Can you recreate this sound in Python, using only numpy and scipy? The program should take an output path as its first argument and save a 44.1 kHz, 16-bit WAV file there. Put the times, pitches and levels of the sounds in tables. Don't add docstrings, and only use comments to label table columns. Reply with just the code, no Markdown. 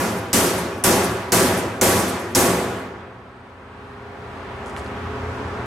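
import sys
import numpy as np
from scipy import signal
from scipy.fft import rfft, irfft, next_fast_len
from scipy.io import wavfile
from scipy.ndimage import uniform_filter1d

SR = 44100
rng = np.random.default_rng(int(sys.argv[2]) if len(sys.argv) > 2 else 0)


def to_linear_factor(level_db):
    exponent = np.asarray(level_db, float) / 20
    return 10 ** exponent


def to_wav(sig):
    pcm = np.clip(np.atleast_2d(sig), -1, 1) * 32767
    pcm = np.round(pcm).astype(np.int16)
    wavfile.write(sys.argv[1], SR, pcm.T)


N = 249593
T = np.arange(N) / SR


def on_log(table, hz):
    f, v = np.transpose(table)
    return np.interp(np.log(hz), np.log(np.maximum(f, 1)), v)


def walk(rate_hz):
    k = int(SR / rate_hz)
    held = np.repeat(rng.standard_normal(N // k + 1), k)
    return 1.296 * uniform_filter1d(uniform_filter1d(held, k), k)[:N]


def phase(hz):
    return 2 * np.pi * np.cumsum(hz) / SR


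def fade(start_s, t60_s, rise_s):
    out = np.zeros(N)
    span = slice(max(int(start_s * SR) + 1, 0), int((start_s + 1.4 * t60_s) * SR))
    t = T[span] - start_s
    out[span] = (1 - np.exp(-t / rise_s)) * np.exp(-np.log(1000) * t / t60_s)
    return out


def bands(side, modal_db, modal_hz=22):
    n = next_fast_len(N)
    f = np.maximum(np.arange(n // 2 + 1) * SR / n, 1)
    mid, diff = rfft(rng.standard_normal((2, n)))
    k = int(modal_hz * n / SR)
    peaks = uniform_filter1d(rng.standard_normal(len(f)), k) * np.sqrt(k)
    ripple = to_linear_factor(modal_db * peaks * np.clip(f / 9000, 0, 1))
    mid = mid * ripple
    diff = diff * ripple * to_linear_factor(on_log(side, f))
    for hz in 22 * 2 ** (np.arange(20) / 2):
        share = np.clip(1 - 2 * np.abs(np.log2(f / hz)), 0, 1)
        yield hz, irfft(np.array([mid + diff, mid - diff]) * share, n)[:, :N]


def clatter(rows, rise_s, width, grain_db, spread, snap=0, top_hz=20000):
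    out = np.zeros((2, N))
    grain = to_linear_factor(grain_db * walk(300))
    for s, db, hz, t60_s in rows:
        span = slice(int(s * SR), int((s + 1.5 * t60_s) * SR) + 200)
        env = (fade(s, t60_s, rise_s) * grain)[span]
        mid, diff = rng.standard_normal((2, len(env))) * env
        mid[1] += snap
        edges_hz = [hz / width, min(hz * width, top_hz)]
        sos = signal.butter(3, edges_hz, "bandpass", fs=SR, output="sos")
        out[:, span] += to_linear_factor(db) * signal.sosfilt(sos, [mid + spread * diff, mid - spread * diff])
    return out


# t/s, level/dB, treble share/dB, ring length factor, first crack f/Hz
BLOWS = [
    (-.165, -11.5, -1.5, 1.04, 9000),
    (.33, -12, .4, 1.01, 6500),
    (.8384, -11, .3, .94, 9000),
    (1.3203, -10.5, .3, .95, 5400),
    (1.8122, -10.5, -.6, 1.076, 7100),
    (2.349, -11, 0, .96, 6400),
]
# f/Hz, density/(dB per Hz)
BANG_SPECTRUM = [(30, -11), (55, -23.5), (85, -6.5), (200, 0), (400, -1), (700, -7.5), (1100, -9),
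                 (2000, -14.5), (3900, -20), (6500, -15), (10500, -14.5), (13500, -13), (16000, -48)]
# f/Hz, t60/s
BANG_T60 = [(40, 0.54), (80, 2.24), (160, 1.23), (420, 1.586), (1100, 1.8), (2900, 1.294), (5500, 0.88),
            (11000, 0.61), (16000, 1.1)]
# f/Hz, rise/s
BANG_RISE = [(40, .004), (80, .015), (400, .004), (2000, .0025), (6000, .001)]
# f/Hz, side minus mid/dB
BANG_SIDE = [(30, -3.5), (60, -19), (110, -26), (200, -23.5), (380, -17), (700, -10.5), (1290, -6.5),
             (2380, -4.0), (4400, -3), (8120, -6), (15000, -13)]


def bang():
    out = 0
    for hz, noise in bands(BANG_SIDE, modal_db=3.2):
        bright = np.clip(np.log2(hz / 1500) / 2, 0, 1)
        t60_s, rise_s = on_log(BANG_T60, hz), on_log(BANG_RISE, hz)
        power = 0
        for s, db, treble_db, stretch, _ in BLOWS:
            ring = fade(s, t60_s * stretch ** bright, rise_s)
            power = power + (to_linear_factor(db + bright * treble_db) * ring) ** 2
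        level_db = on_log(BANG_SPECTRUM, hz) + 13.5 + 1.1 * walk(20)
        out = out + to_linear_factor(level_db) * np.sqrt(power) * noise
    return out


# f/Hz, level/dB, t60/s
HULL_MODES = [(83.3, -25, 1.4), (114.8, -15.5, 1.3), (182.2, -10, 1.5), (228, -18.5, 0.99),
              (275.8, -12, 1.1), (352, -10, 1.1), (382.3, -9.5, 1.53), (511, -17.5, 1.4), (663, -14, 0.59),
              (800.5, -13, 1.05), (972, -12, 0.6), (1151, -12.5, 0.97)]


def hull():
    out = 0
    for hz, db, t60_s in HULL_MODES:
        size = sum(to_linear_factor(blow[1]) * fade(blow[0], t60_s, rise_s=.0048) for blow in BLOWS)
        out = out + to_linear_factor(db - 4) * size * np.sin(phase(hz * (1 + .022 * walk(25))))
    return out


def cracks():
    bounce_s, bounce_db = .0036, -2.5
    hits, knocks = [], []
    for s, db, _, _, hz in BLOWS[1:]:
        hits.append((s, db + 16, hz, .008))
        hits.append((s + bounce_s, db + 16 + bounce_db, hz, .008))
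        knocks.append((s, db + 1.5, 1100, .09))
    steel = clatter(hits, rise_s=.0002, width=1.25, grain_db=.6, spread=.12)
    return steel + clatter(knocks, rise_s=.0006, width=2.34, grain_db=3, spread=.3)


# t/s, peak/dB
RATTLES = [(.166, -30), (.575, -22.5), (.77, -40), (1.03, -20.5), (1.52, -34), (1.565, -21), (1.974, -17),
           (2.075, -21.5), (2.19, -31.5), (2.3, -42), (2.63, -44), (2.76, -46), (2.82, -51)]
SETTLE_S = [0.26, .44]
SETTLE_DB = [-23, -36.5]


def rattles():
    hits = list(RATTLES)
    for s, db, *_ in BLOWS:
        hits += [(s + lag_s, db + loss_db) for lag_s, loss_db in zip(SETTLE_S, SETTLE_DB)]
    rows = [(s, db, 10000, .13) for s, db in hits]
    return clatter(rows, rise_s=.0071, width=1.24, grain_db=3, spread=.35)


# t/s, peak/dB, f/Hz
TICKS = [(3.762, -58.5, 4000), (3.954, -54.5, 4000), (4.661, -43, 6500), (4.679, -52, 8060),
         (4.697, -47, 6500), (4.728, -55, 7000), (4.765, -26, 2300), (4.765, -43, 7460), (4.815, -40, 3380),
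         (4.846, -53, 7000), (4.863, -40, 3400), (4.87, -44, 3400)]


def ticks():
    rows = [(s, db, hz, .0012 + .0004 * hz / 1000) for s, db, hz in TICKS]
    return clatter(rows, rise_s=.0001, width=1.47, grain_db=.6, spread=.3, snap=4.1, top_hz=10500)


# t/s, peak/dB
SCRAPES = [(4.665, -56), (4.77, -53), (4.84, -61)]


def scrapes():
    rows = [(s, db, 5500, .21) for s, db in SCRAPES]
    return clatter(rows, rise_s=.002, width=1.83, grain_db=4, spread=.33)


IDLE_ORDERS = [2.25, 2.85, 3.5, 4.75, 7, 8, 9, 10, 11, 14, 15, 16, 16.9, 19, 21]
IDLE_DB = [-62, -57, -52.5, -53, -64, -62, -59, -58, -58.5, -60.5, -57.5, -55, -55.5, -62, -64]


def idling_engine():
    crank = phase(25.36 * (1 + .0015 * walk(1.48)))
    out = 0
    for order, db in zip(IDLE_ORDERS, IDLE_DB):
        out = out + to_linear_factor(db + 2.1 * walk(4)) * np.sin(order * crank + 6 * rng.random())
    return out


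# multiple of shaft rate, level/dB
DRONE = [(1, -2), (3, -4), (5, -6)]


def drone():
    shaft = phase(85 * (1 + .0036 * walk(2.5)))
    tone = sum(to_linear_factor(db + 1.2 * walk(7.3)) * np.sin(k * shaft) for k, db in DRONE)
    sos = signal.butter(2, [2200, 6500], "bandpass", fs=SR, output="sos")
    hiss = signal.sosfilt(sos, rng.standard_normal((2, N)))
    far_db, near_db = -62, -45.5
    near_s, comes_s, stays_s, goes_s = 5.11, .42, .28, .43
    when_s = [near_s - comes_s, near_s, near_s + stays_s, near_s + stays_s + goes_s]
    level_db = np.interp(T, when_s, [far_db, near_db, near_db, far_db])
    return (tone + to_linear_factor(-18) * hiss) * to_linear_factor(level_db)


# f/Hz, density/(dB per Hz)
YARD_SPECTRUM = [(30, -29.5), (60, -10.5), (100, -7), (170, -7.5), (250, -12), (500, -10.5), (1100, -8.5),
                 (2000, -19.5), (3000, -27.5), (4500, -36.5), (8000, -45.5), (12000, -53), (16000, -64)]
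# f/Hz, side minus mid/dB
YARD_SIDE = [(60, -21.5), (110, -14.5), (200, -19), (380, -8.5), (700, -10.5), (1290, -5.5), (2380, -2),
             (4400, -1), (8120, -8), (15000, -7)]


def yard():
    swell_db = .38 * walk(.86)
    out = 0
    for hz, noise in bands(YARD_SIDE, modal_db=2.4):
        level_db = on_log(YARD_SPECTRUM, hz) - 24 + swell_db + .74 * walk(9.3)
        out = out + to_linear_factor(level_db) * noise
    return out


def line_whistle():
    return to_linear_factor(-92.5) * np.sin(2 * np.pi * 15734.3 * T)


def scene():
    blows = bang() + hull() + cracks() + rattles()
    put_aside = ticks() + scrapes()
    return blows + put_aside + idling_engine() + drone() + yard() + line_whistle()


def recover_gain(x):
    start_s, db_per_s, max_db, knee = 3.55, 11, 14.5, 3.13
    climb = np.maximum(T - start_s, 0) * db_per_s / max_db
    return x * to_linear_factor(max_db * climb / (1 + climb ** knee) ** (1 / knee))


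def overload(x):
    ceiling, knee = .3, 11
    rail = np.where(x > 0, 1.18, 1)
    x = x / ceiling * rail
    return ceiling * x / (1 + np.abs(x) ** knee) ** (1 / knee) / rail


def transport_whine():
    return to_linear_factor(-80 + 1.2 * walk(40)) * np.sin(phase(8550 * (1 + .006 * walk(90))))


def notch_drum(x):
    drum_hz, depth, narrow = 150 / 1.001, .99, .55
    n = next_fast_len(N + SR)
    turn = np.exp(-2j * np.pi * np.arange(n // 2 + 1) * SR / n / drum_hz)
    comb = (1 - depth * turn) / (1 - narrow * turn)
    return irfft(rfft(x, n) * comb, n)[:, :N]


def top_cut(x):
    return signal.sosfilt(signal.butter(12, 16650, fs=SR, output="sos"), x)


def record(dry):
    x = overload(recover_gain(dry)) + transport_whine()
    x = signal.sosfilt(signal.ellip(10, .3, 60, 15850, fs=SR, output="sos"), x)
    return top_cut(notch_drum(x))


dry = scene()
out = record(dry)
to_wav(out)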